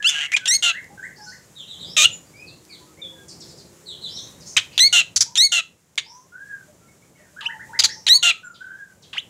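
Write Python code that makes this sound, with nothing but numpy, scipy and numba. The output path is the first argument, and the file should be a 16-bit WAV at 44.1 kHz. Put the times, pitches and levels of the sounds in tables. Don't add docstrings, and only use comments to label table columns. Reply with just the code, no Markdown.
import sys
import numpy as np
from scipy import signal
from scipy.fft import rfft, irfft, next_fast_len
from scipy.io import wavfile
from scipy.ndimage import uniform_filter1d
from numba import njit

SR = 44100
rng = np.random.default_rng(int(sys.argv[2]) if len(sys.argv) > 2 else 0)


def convert_level_to_amplitude(level_db):
    exponent = np.asarray(level_db, float) / 20
    return 10 ** exponent


def int16_out(signal):
    q = np.round(np.clip(np.atleast_2d(signal).T, -1, 1) * 32767)
    wavfile.write(sys.argv[1], SR, q.astype(np.int16))


N = 409688

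# start_s, second_partial_hz, level_db, overtones_db, fundamental_db
WHISTLES = [
    [(.474, 2600, -24, 4, -6), (.481, 3560, -20, 6, -4), (.488, 3765, -14, 5, -3),
     (.503, 3730, -17.5, 11, 8), (.511, 3870, -13, 3, 8), (.524, 4168, -16.5, 10, 9),
     (.552, 4358, -14.5, 6, -4), (.568, 4330, -18, 7, -6)],
    [(4.792, 3000, -24, -20, -6), (4.797, 3600, -9, -16, -12), (4.801, 3800, -14, -12, -4),
     (4.806, 3995, -8.5, -1, 0), (4.819, 3975, -8, -1, -3), (4.829, 4151, -10, 0, 0),
     (4.847, 4304, -10, -6, 0), (4.867, 4370, -10, -13, -4), (4.879, 4490, -16, -6, 0)],
    [(5.37, 2900, -24, -12, -6), (5.377, 3500, -16, -8, -10), (5.384, 3630, -11.5, -4, -8),
     (5.401, 3858, -12.5, -4, -11), (5.411, 3982, -8.5, -2, -6), (5.425, 4216, -12.5, 0, -6),
     (5.449, 4452, -10.5, -1, -8), (5.474, 4300, -21, -2, 0)],
    [(8.078, 2500, -30, -14, 14), (8.087, 3480, -19, -8, 6), (8.097, 3749, -11.5, -4, 2),
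     (8.113, 3918, -6.5, -14, -10), (8.131, 4094, -6.5, -12, -11), (8.143, 4360, -14.5, -1, -17),
     (8.157, 4436, -8, -1, -25), (8.176, 4440, -17, -1, -25)],
]
# start_s, second_partial_hz, level_db
OPENING = [(0.043, 2674, -18), (0.053, 2696, -14), (0.073, 3116, -12), (0.079, 3340, -15),
           (0.089, 3527, -15), (0.098, 3454, -17)]
# start_s, first_partial_hz, level_db, optional overtones_db, fundamental_db
PIPS = [
    [(.326, 2050, -24, 14, 0), (.337, 2370, -22, 14, 0), (.342, 2510, -11.5, 9, 0), (.351, 2535, -11, 9, 0),
     (.358, 2520, -26.5, 16, 0)],
    [(2.054, 2990, -6), (2.058, 3030, -2.5)],
    [(2.046, 2950, -20), (2.05, 3000, -9), (2.052, 3000, -14)],
    [(8.311, 2650, -13), (8.314, 2600, -13)],
    [(7.455, 2500, -35), (7.461, 2730, -21), (7.471, 3200, -20), (7.48, 3150, -36)],
]
# start_s, first_partial_hz, level_db
LAST_PIP = [
    (9.13, 1460, -43.5),
    (9.158, 763, -48),
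    (9.175, 2200, -30),
    (9.183, 3064, -17.5),
    (9.203, 4050, -39),
]
WHISTLE_PARTIALS = [-1, 10, 2, 2.5, 6, 5.5, -4, -1]
OPENING_PARTIALS = [-19.5, 4, -11, -17, -14, -29, -31]
PIP_PARTIALS = [5, -20.5, -30.5, -41.5]
# freq_hz, level_db
WHISTLE_THROAT = [(1200, -37), (2120, -8.5), (3350, -17.5), (4070, -9.5), (6000, -7.5), (8600, -14),
                  (9680, -26.5), (15500, -42.5)]
CHAK_THROAT = [(450, -31), (1300, -19), (2100, -6.5), (3400, -0.4), (4900, -16), (7000, -11.5), (9000, -29),
               (14000, -50)]
# start_s, length_s, throat_hz, level_db, beak_db
RASPS = [
    (.624, .094, 2842, -16.5, -9),
    (4.926, 0.095, 2847, -13, -7),
    (5.518, .09, 2809, -17.5, -6.5),
    (8.227, .09, 2822, -13.5, -9.5),
]
# start_s, throat_hz, level_db, beak_db
LOW_RASP = [
    (1.966, 2600, -14, -8),
    (1.978, 2448, -14, -4),
    (2.025, 2440, -15, -1.5),
    (2.05, 2743, -11.5, -7.5),
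    (2.066, 2897, -23, -23),
]
RATTLE = [
    (0.09, 2920, -23, 4.5),
    (0.124, 2906, -26.5, -11.5),
    (0.264, 2850, -26, -14),
    (0.275, 2500, -43, -17),
]
# start_s, length_s, throat_hz, level_db, beak_db
DOUBLES = [
    (5.16, .024, 4600, -20, 6.5),
    (5.206, 0.027, 4900, -17, 6),
    (7.79, 0.023, 4417, -10, -8),
    (7.837, .028, 4374, -11, -3),
]
# start_s, length_s, throat_hz, level_db, beak_db
LEAD_INS = [(.026, 0.021, 2650, -31.5, -8), (.318, .022, 2248, -24, -7), (.456, 0.027, 2940, -21, -6),
            (4.778, 0.018, 3300, -13.5, -8), (5.355, .023, 3500, -20, -2.5), (.537, .016, 5400, -27, 0),
            (7.82, .008, 3200, -23, -6), (7.408, .048, 2845, -35.5, -20), (8.066, .022, 3608, -13, -10),
            (9.13, 0.056, 2722, -33.5, -28)]
# start_s, length_s, first_partial_hz, level_db
CHAKS = [
    (.364, .02, 1153, -14.5),
    (4.566, 0.035, 1290, -8),
    (5.977, .027, 1176, -16),
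]
# length_share, pitch_factor, level_db, beak_db (chak: no beak_db)
RASP_SHAPE = [(0, 1.01, -3.5, 3.5), (.15, 1.0, -1, 2), (.82, .965, -0.1, -4), (1, .9, -9, -14.5)]
DOUBLE_SHAPE = [(0, 1, -7, 1.5), (.15, 1, 0.9, 0.1), (.75, 1, -3, 0.1), (1, 1, -16.5, -2)]
LEAD_SHAPE = [(0, 1, 2, 2), (.12, 1, 1, 1), (.25, 1, -5, -3), (.6, 1, -4, -4.5), (1, 0.96, 0, 2)]
CHAK_SHAPE = [(0, 1.01, -3.5), (.14, 0.95, 1.9), (.42, .62, -5), (1, .42, -20)]
# freq_hz, width_hz, level_db
SIDE_MODES = [(720, 400, -24), (1400, 450, -22), (2100, 500, -13.5)]
BEAK_MODES = [(6580, 1400, 13.5), (8400, 1400, -1.5), (9100, 1000, -3), (12000, 1800, -19),
              (14000, 2200, -31.5)]
TICKS = [
    0.844,
    2.652,
    5.957,
]
# start_s, length_s, from_hz, to_hz, level_db
FAR_LOW = [(.9, 0.041, 813, 820, -47), (1.18, 0.099, 856, 830, -47), (2.98, 0.23, 549, 507, -51.5),
           (2.8, .05, 1000, 990, -57), (3.12, .06, 950, 960, -57), (5.26, 0.071, 878, 1024, -47),
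           (6.06, 0.23, 886, 1100, -50), (6.675, .05, 600, 600, -52.5), (7.19, .05, 600, 600, -56.5),
           (7.33, .04, 590, 590, -58), (7.405, .033, 1400, 957, -40.5), (7.425, 0.079, 904, 946, -38),
           (7.53, 0.094, 881, 863, -42), (7.69, .07, 878, 966, -39), (7.82, .1, 885, 868, -45),
           (7.96, 0.062, 882, 860, -48.5), (8.12, .08, 920, 1136, -45.5)]
FAR_MID = [(0.001, 0.018, 1710, 1670, -27.5), (.365, .04, 1720, 1560, -40), (1.17, .08, 1750, 1560, -52),
           (2.265, .03, 4650, 4750, -56), (3.07, .2, 3450, 3400, -46), (2.86, .12, 1250, 1300, -58),
           (6.81, .07, 1380, 1340, -58), (6.88, .025, 2150, 2200, -54), (7.02, .025, 2100, 2400, -56),
           (7.25, .09, 1600, 1540, -56), (2.11, 0.073, 7200, 6780, -36), (2.35, 0.12, 4650, 5280, -55),
           (2.335, .22, 2210, 2723, -46), (2.69, 0.069, 2510, 1976, -49), (2.97, .09, 2070, 2480, -50),
           (3.015, 0.064, 3664, 3325, -30.5), (3.15, 0.13, 1660, 1570, -57.5),
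           (6.32, .17, 1402, 1720, -39.5), (6.485, 0.13, 1693, 1520, -37), (8.33, 0.096, 1270, 1325, -49),
           (8.43, 0.11, 1494, 1341, -38.5), (8.44, 0.083, 7350, 7100, -49), (8.605, 0.065, 1478, 1587, -34),
           (8.665, 0.14, 1502, 1602, -34.5), (8.77, 0.15, 1710, 1503, -43)]
RISES = [
    (7.362, .04, 1300, 1750, -38),
    (7.485, .027, 1250, 1995, -31.5),
    (7.592, 0.029, 1300, 2040, -37),
    (7.73, 0.032, 1245, 2095, -34),
    (7.885, .024, 1330, 2070, -36),
]
GLIDES = [(1.55, .09, 3950, 2700, -35), (1.665, .1, 4000, 3100, -34.5), (1.79, .08, 4000, 3200, -31),
          (3.856, .08, 4200, 3000, -31), (4.01, .075, 4200, 3060, -28), (4.16, 0.031, 4300, 3220, -26.5),
          (2.46, 0.042, 4900, 3340, -41.5), (2.691, .07, 4800, 3100, -40), (1.84, .16, 4550, 5800, -39),
          (4.075, .17, 4500, 6500, -36), (6.02, .17, 4500, 6400, -46), (7.87, .088, 4000, 6500, -34.5),
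          (1.005, .06, 6000, 8500, -50.5)]
CHATTER = [(3.28, 0.026, 7180, 4670, -37.5), (3.4, 0.027, 7210, 3980, -38.5),
           (3.48, .034, 7080, 4390, -44.5), (3.57, .037, 7180, 4020, -45.5), (4.4, .03, 7010, 4500, -45),
           (4.455, .02, 5300, 5000, -38), (4.46, .07, 6900, 5900, -39), (4.71, .06, 2600, 2900, -45),
           (4.72, .05, 4500, 5500, -48), (5.24, 0.031, 4970, 6240, -44), (8.54, .02, 5800, 3220, -45.5),
           (9.02, .029, 6470, 2920, -47.5), (7.15, 0.094, 2210, 1850, -58)]
PEEPS = [
    (1.155, 0.033, 4590, 7400, -46.5),
    (1.21, 0.049, 5140, 7400, -39.5),
    (1.262, .06, 4430, 7200, -42),
]
# start_s, hold_s, pitch_hz, rise_s, level_db
HOOKS = [
    (.14, .055, 1630, .06, -33),
    (.405, .055, 1510, .05, -40),
    (.69, .046, 1570, .052, -33),
    (.974, .05, 1550, .036, -34),
    (1.26, .055, 1495, .022, -43),
]
# start_s, pitch_hz, level_db
MOTOR = [
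    (2.3, 347.6, -62.5),
    (3.1, 368, -55.5),
    (3.9, 412.2, -55.5),
    (4.3, 420, -63),
]
# start_s, level_db
STREET_LEVEL = [(0, -58), (.9, -54), (1.6, -53), (1.9, -50), (2.6, -53), (3.9, -52.5), (4.3, -48.5),
                (5.25, -56.5), (5.7, -63.5), (6.05, -61.5), (6.62, -56), (7.16, -58), (7.7, -52), (8.351, -61),
                (9.29, -57)]
# freq_hz, level_db_per_hz
RUMBLE = [(13, -50), (32, -25.5), (70, -3.5), (172, 2.5), (235, -5), (560, -8), (1200, -22.5), (2640, -110)]
HISS = [(470, -41.5), (850, -3.5), (1990, -6), (2730, -9), (4450, -10.5), (7280, -2), (8430, -8),
        (15000, -16.5)]

YARD_T60_S, FAR_T60_S, FURTHER_T60_S = 0.25, 0.26, 0.42
HISS_DB, HISS_FOLLOWS = -58.5, .8
PUFF_DB, UNDERTONE_DB = -38, -18
HOOK_TOP, HOOK_FADE_DB = 1.38, -3.0
ECHO_S, ECHO_DB = .061, -11


def near_bird():
    return whistles_and_pips() + rasps() + breathy_notes() + rattle() + chaks() + undertones()


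def whistles_and_pips():
    whistles = tones(WHISTLES, partials(WHISTLE_PARTIALS), share=.5, waver=.003, flutter_db=1.5,
                     attack_s=.003, throat=WHISTLE_THROAT)
    opening = tones([OPENING], partials(OPENING_PARTIALS), share=.5, waver=.003, flutter_db=2.5, attack_s=.003)
    pips = tones(PIPS + [LAST_PIP], partials(PIP_PARTIALS), share=.96, waver=.005, flutter_db=-4.5,
                 attack_s=.002, scoop=.13)
    return whistles + opening + pips


def rasps():
    voiced = dict(jitter=.02, uneven_db=2.0, breath=.5, drop=.035, beak_ratio=1, beak_air=1.2)
    high = harsh(unfold(RASPS, RASP_SHAPE), width_hz=520, upper_hz=3600, upper_db=-7, gate_hz=253.8,
                 gate=.36, warble=.03, **voiced)
    low = harsh([LOW_RASP], width_hz=800, upper_hz=3500, upper_db=3.5, gate_hz=310.4,
                gate=.3, warble=.035, **voiced)
    return high + low


def breathy_notes():
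    breathy = dict(jitter=.25, uneven_db=4.5, breath=1.0, width_hz=930, gate_hz=300, gate=.25,
                   drop=.12, beak_ratio=.9)
    doubles = harsh(unfold(DOUBLES, DOUBLE_SHAPE), upper_hz=3100, upper_db=-21, **breathy)
    return doubles + harsh(unfold(LEAD_INS, LEAD_SHAPE), upper_hz=2600, upper_db=-10, **breathy)


def rattle():
    return harsh([RATTLE], jitter=.07, uneven_db=2.5, breath=.6, width_hz=550, upper_hz=2000, upper_db=-9,
                 gate_hz=145, gate=.6, drop=0, beak_ratio=.97)


def chaks():
    notes = [[(s + share * length_s, factor * hz, db + d_db) for share, factor, d_db in CHAK_SHAPE]
             for s, length_s, hz, db in CHAKS]
    return tones(notes, [(k, 0) for k in range(1, 25)], share=1, waver=.045, flutter_db=5, attack_s=.001,
                 throat=CHAK_THROAT, waver_hz=700, flutter_hz=250, loose=.6)


def undertones():
    notes = [[(s, hz, db + UNDERTONE_DB) for s, hz, db, _ in rows]
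             for rows in unfold(RASPS, RASP_SHAPE) + [LOW_RASP]]
    return tones(notes, [(.5, -13), (1, 0), (1.5, -5)], share=.5, waver=.012, flutter_db=3.0,
                 attack_s=.003, flutter_hz=120)


def tones(notes, orders, share, waver, flutter_db, attack_s, throat=((1, 0), (2, 0)), scoop=0,
          waver_hz=250, flutter_hz=56, loose=0):
    out = np.zeros(N)
    for rows in notes:
        start, edges, (hz, db, *colour) = note(rows, attack_s, release_s=.004)
        over_db, low_db = colour or (0, 0)
        size = len(hz)
        hz = share * hz * (1 - scoop * np.exp(-np.arange(size) / SR / .0013))
        phase = 2 * np.pi * np.cumsum(hz * (1 + waver * wobble(size, waver_hz))) / SR
        stack = np.zeros(size)
        for k, order_db in orders:
            level_db = order_db + along(throat, k * hz) + over_db * (k > 2) + low_db * (k == 1)
            level_db = level_db + flutter_db * wobble(size, flutter_hz)
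            stack += convert_level_to_amplitude(level_db) * np.sin(k * phase + loose * rng.uniform(-3, 3))
        power = uniform_filter1d(stack ** 2, size=400)
        evened = stack / np.sqrt(power + .1 * np.mean(stack ** 2))
        add(out, start, edges * convert_level_to_amplitude(db) * evened)
    return out


def harsh(notes, jitter, uneven_db, breath, width_hz, upper_hz, upper_db, gate_hz, gate, drop, beak_ratio,
          warble=0, beak_air=0):
    out = np.zeros(N)
    beak_modes = [(beak_ratio * hz, w_hz, db) for hz, w_hz, db in BEAK_MODES]
    for rows in notes:
        start, edges, (throat_hz, db, beak_db) = note(rows, attack_s=.001, release_s=.003)
        size = len(db)
        throat_hz = throat_hz * (1 + drop * np.exp(-np.arange(size) / SR / .006))
        beat = np.cos(2 * np.pi * np.cumsum(gate_hz * (1 + .07 * wobble(size, 80))) / SR)
        snap_hz = throat_hz / 2 * (1 + jitter * wobble(size, 500) + warble * beat)
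        count = np.floor(np.cumsum(snap_hz) / SR)
        snap = np.diff(count, prepend=0) > 0
        strong = np.where(count % 2, 1, .4)
        source = unit_rms(snap * strong * convert_level_to_amplitude(uneven_db * rng.standard_normal(size)))
        source = source + breath * rng.standard_normal(size)
        source *= 1 + gate * beat
        airy = source + beak_air * rng.standard_normal(size)
        throat = ring(source, [(throat_hz, width_hz, 0), (upper_hz, 800, upper_db)] + SIDE_MODES)
        beak = ring(airy, beak_modes)
        add(out, start, edges * convert_level_to_amplitude(db) * (unit_rms(throat) + convert_level_to_amplitude(beak_db) * unit_rms(beak)))
    return out


def ring(x, modes):
    return sum((-1) ** k * convert_level_to_amplitude(db) * mode(mode(x, hz, w_hz), hz, 2 * w_hz)
               for k, (hz, w_hz, db) in enumerate(modes))


def ticks():
    clicks = np.zeros(N)
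    clicks[(np.array(TICKS) * SR).astype(int)] = convert_level_to_amplitude(-20.5)
    return mode(clicks, 5500., width_hz=3000)


def puffs():
    out, t = np.zeros(N), np.arange(int(.06 * SR)) / SR
    puff = convert_level_to_amplitude(PUFF_DB) * np.sin(2 * np.pi * 95 * t) * np.exp(-t / .021)
    for row in DOUBLES + PIPS[1][:1] + CHAKS[1:2]:
        add(out, int(row[0] * SR), puff)
    return out


def far_birds():
    far, further = far_whistlers() + hooks(), far_chirpers()
    far = .8 * far + convert_level_to_amplitude(-2.2) * walls(far, FAR_T60_S, first_s=.003, dull_hz=6000)
    return far + .45 * further + convert_level_to_amplitude(-.5) * walls(further, FURTHER_T60_S, first_s=.002, dull_hz=9000)


def far_whistlers():
    low = shaped(FAR_LOW, start_db=-3.5, end_db=-19, rise=.4, fall=.4)
    mid = shaped(FAR_MID, start_db=-6, end_db=-15.5, rise=.55, fall=.45, peak=.35)
    rises = shaped(RISES, start_db=-6, end_db=-1.5, rise=.55, fall=0)
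    return tones(low + mid + rises, [(1, 5.5), (2, -34)], share=1, waver=.005, flutter_db=4.2, attack_s=.0037)


def hooks():
    notes = []
    for s, hold_s, hz, rise_s, db in HOOKS:
        turn_s = s + hold_s
        notes.append([(s, 1.01 * hz, db - 5), (s + .5 * hold_s, hz, db), (turn_s, 1.005 * hz, db - 5),
                      (turn_s + .4 * rise_s, 1.21 * hz, db + 1.5),
                      (turn_s + rise_s, HOOK_TOP * hz, db + HOOK_FADE_DB)])
    calls = tones(notes, [(1, 0), (2, -38)], share=1, waver=.005, flutter_db=3.0, attack_s=.006)
    add(calls, int(ECHO_S * SR), convert_level_to_amplitude(ECHO_DB) * calls.copy())
    return calls


def far_chirpers():
    glides = shaped(GLIDES, start_db=-12, end_db=-14, rise=.55, fall=.3, peak=.42)
    peeps = shaped(PEEPS, start_db=-3, end_db=-9.5, rise=.0302, fall=0, peak=.45)
    chatter = shaped(CHATTER, start_db=-.5, end_db=-4.5, rise=.3, fall=.65)
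    rough = tones(glides + peeps, [(1, 0), (2, -19)], share=1, waver=.03, flutter_db=4, attack_s=.006,
                  throat=[(9000, 0), (10500, -20)])
    return rough + tones(chatter, [(1, 0), (1.4, -13)], share=1, waver=.085, flutter_db=4, attack_s=.004,
                         waver_hz=900)


def walls(x, t60_s, first_s, dull_hz):
    t = np.arange(int(.8 * SR)) / SR
    white = rng.standard_normal(len(t))
    dull = signal.sosfilt(signal.butter(1, dull_hz, fs=SR, output="sos"), white)
    tail = dull * convert_level_to_amplitude(-60 * t / t60_s) + (white - dull) * convert_level_to_amplitude(-95 * t / t60_s)
    tail = tail * (t > first_s)
    return signal.fftconvolve(x, tail / np.sqrt(np.sum(tail ** 2)))[:N]


def motor():
    return tones([MOTOR], [(1, 7), (1.17, 5.5), (1.5, -2.5)], share=.87, waver=.013, flutter_db=-2.5,
                 attack_s=.11, waver_hz=7.1)


def street():
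    street_db = np.interp(np.arange(N) / SR, *np.transpose(STREET_LEVEL))
    hum = unit_rms(mode(rng.standard_normal(N), 160., width_hz=5))
    rumble = convert_level_to_amplitude(street_db + 1.8 * wobble(N, 6)) * (coloured(RUMBLE) + .14 * hum)
    hiss_db = HISS_DB + HISS_FOLLOWS * (street_db - street_db.mean()) + .8 * wobble(N, 8)
    return rumble + convert_level_to_amplitude(hiss_db) * coloured(HISS)


def unfold(table, shape):
    return [[(s + share * length_s, factor * hz, db + d_db, beak_db + d_beak_db)
             for share, factor, d_db, d_beak_db in shape]
            for s, length_s, hz, db, beak_db in table]


def shaped(table, start_db, end_db, rise, fall, peak=.31):
    notes = []
    for s, length_s, from_hz, to_hz, db in table:
        covered = rise if to_hz > from_hz else fall
        peak_hz = from_hz + (to_hz - from_hz) * covered
        notes.append([(s, from_hz, db + start_db), (s + peak * length_s, peak_hz, db),
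                      (s + length_s, to_hz, db + end_db)])
    return notes


def partials(levels_db):
    return list(enumerate(levels_db, start=1))


def note(rows, attack_s, release_s):
    s, *columns = np.transpose(rows)
    end_s = s[-1] + release_s
    t = np.arange(s[0], end_s, 1 / SR)
    edges = np.clip((t - s[0]) / attack_s, 0, 1) * np.clip((end_s - t) / release_s, 0, 1)
    return int(s[0] * SR), edges, [np.interp(t, s, c) for c in columns]


def add(out, start, x):
    out[start:start + len(x)] += x[:N - start]


def unit_rms(x):
    return x / np.sqrt(np.mean(x ** 2) + 1e-20)


def wobble(size, hz):
    r = np.exp(-2 * np.pi * hz / SR)
    return unit_rms(signal.lfilter([1], [1, -2 * r, r * r], rng.standard_normal(size + 2000))[2000:])


@njit
def resonate(x, turn, r):
    y = np.zeros(len(x))
    for i in range(2, len(x)):
        y[i] = (1 - r * r) / 2 * (x[i] - x[i - 2]) + 2 * r * np.cos(turn[i]) * y[i - 1] - r * r * y[i - 2]
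    return y


def mode(x, hz, width_hz):
    return resonate(x, 2 * np.pi * hz / SR * np.ones(len(x)), np.exp(-np.pi * width_hz / SR))


def along(points, hz):
    points = np.array(points)
    return np.interp(np.log(hz), np.log(points[:, 0]), points[:, 1])


def coloured(points):
    size = next_fast_len(N)
    hz = np.maximum(np.fft.rfftfreq(size, 1 / SR), 1)
    return unit_rms(irfft(rfft(rng.standard_normal(size)) * convert_level_to_amplitude(along(points, hz)), size)[:N])


def scene():
    near = near_bird() + ticks()
    near = near + convert_level_to_amplitude(-15.5) * walls(near, YARD_T60_S, first_s=.0043, dull_hz=5000)
    return np.tile(near + far_birds() + puffs() + street() + motor(), (2, 1))


def roll_off(x):
    return signal.sosfilt(signal.butter(12, 16450, fs=SR, output="sos"), x)


def record(dry):
    rounded = .93 * np.tanh(dry / .86)
    top_cut = signal.cheby2(16, 60, 16250, fs=SR, output="sos")
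    return roll_off(signal.sosfilt(top_cut, rounded))


dry = scene()
out = record(dry)
int16_out(out)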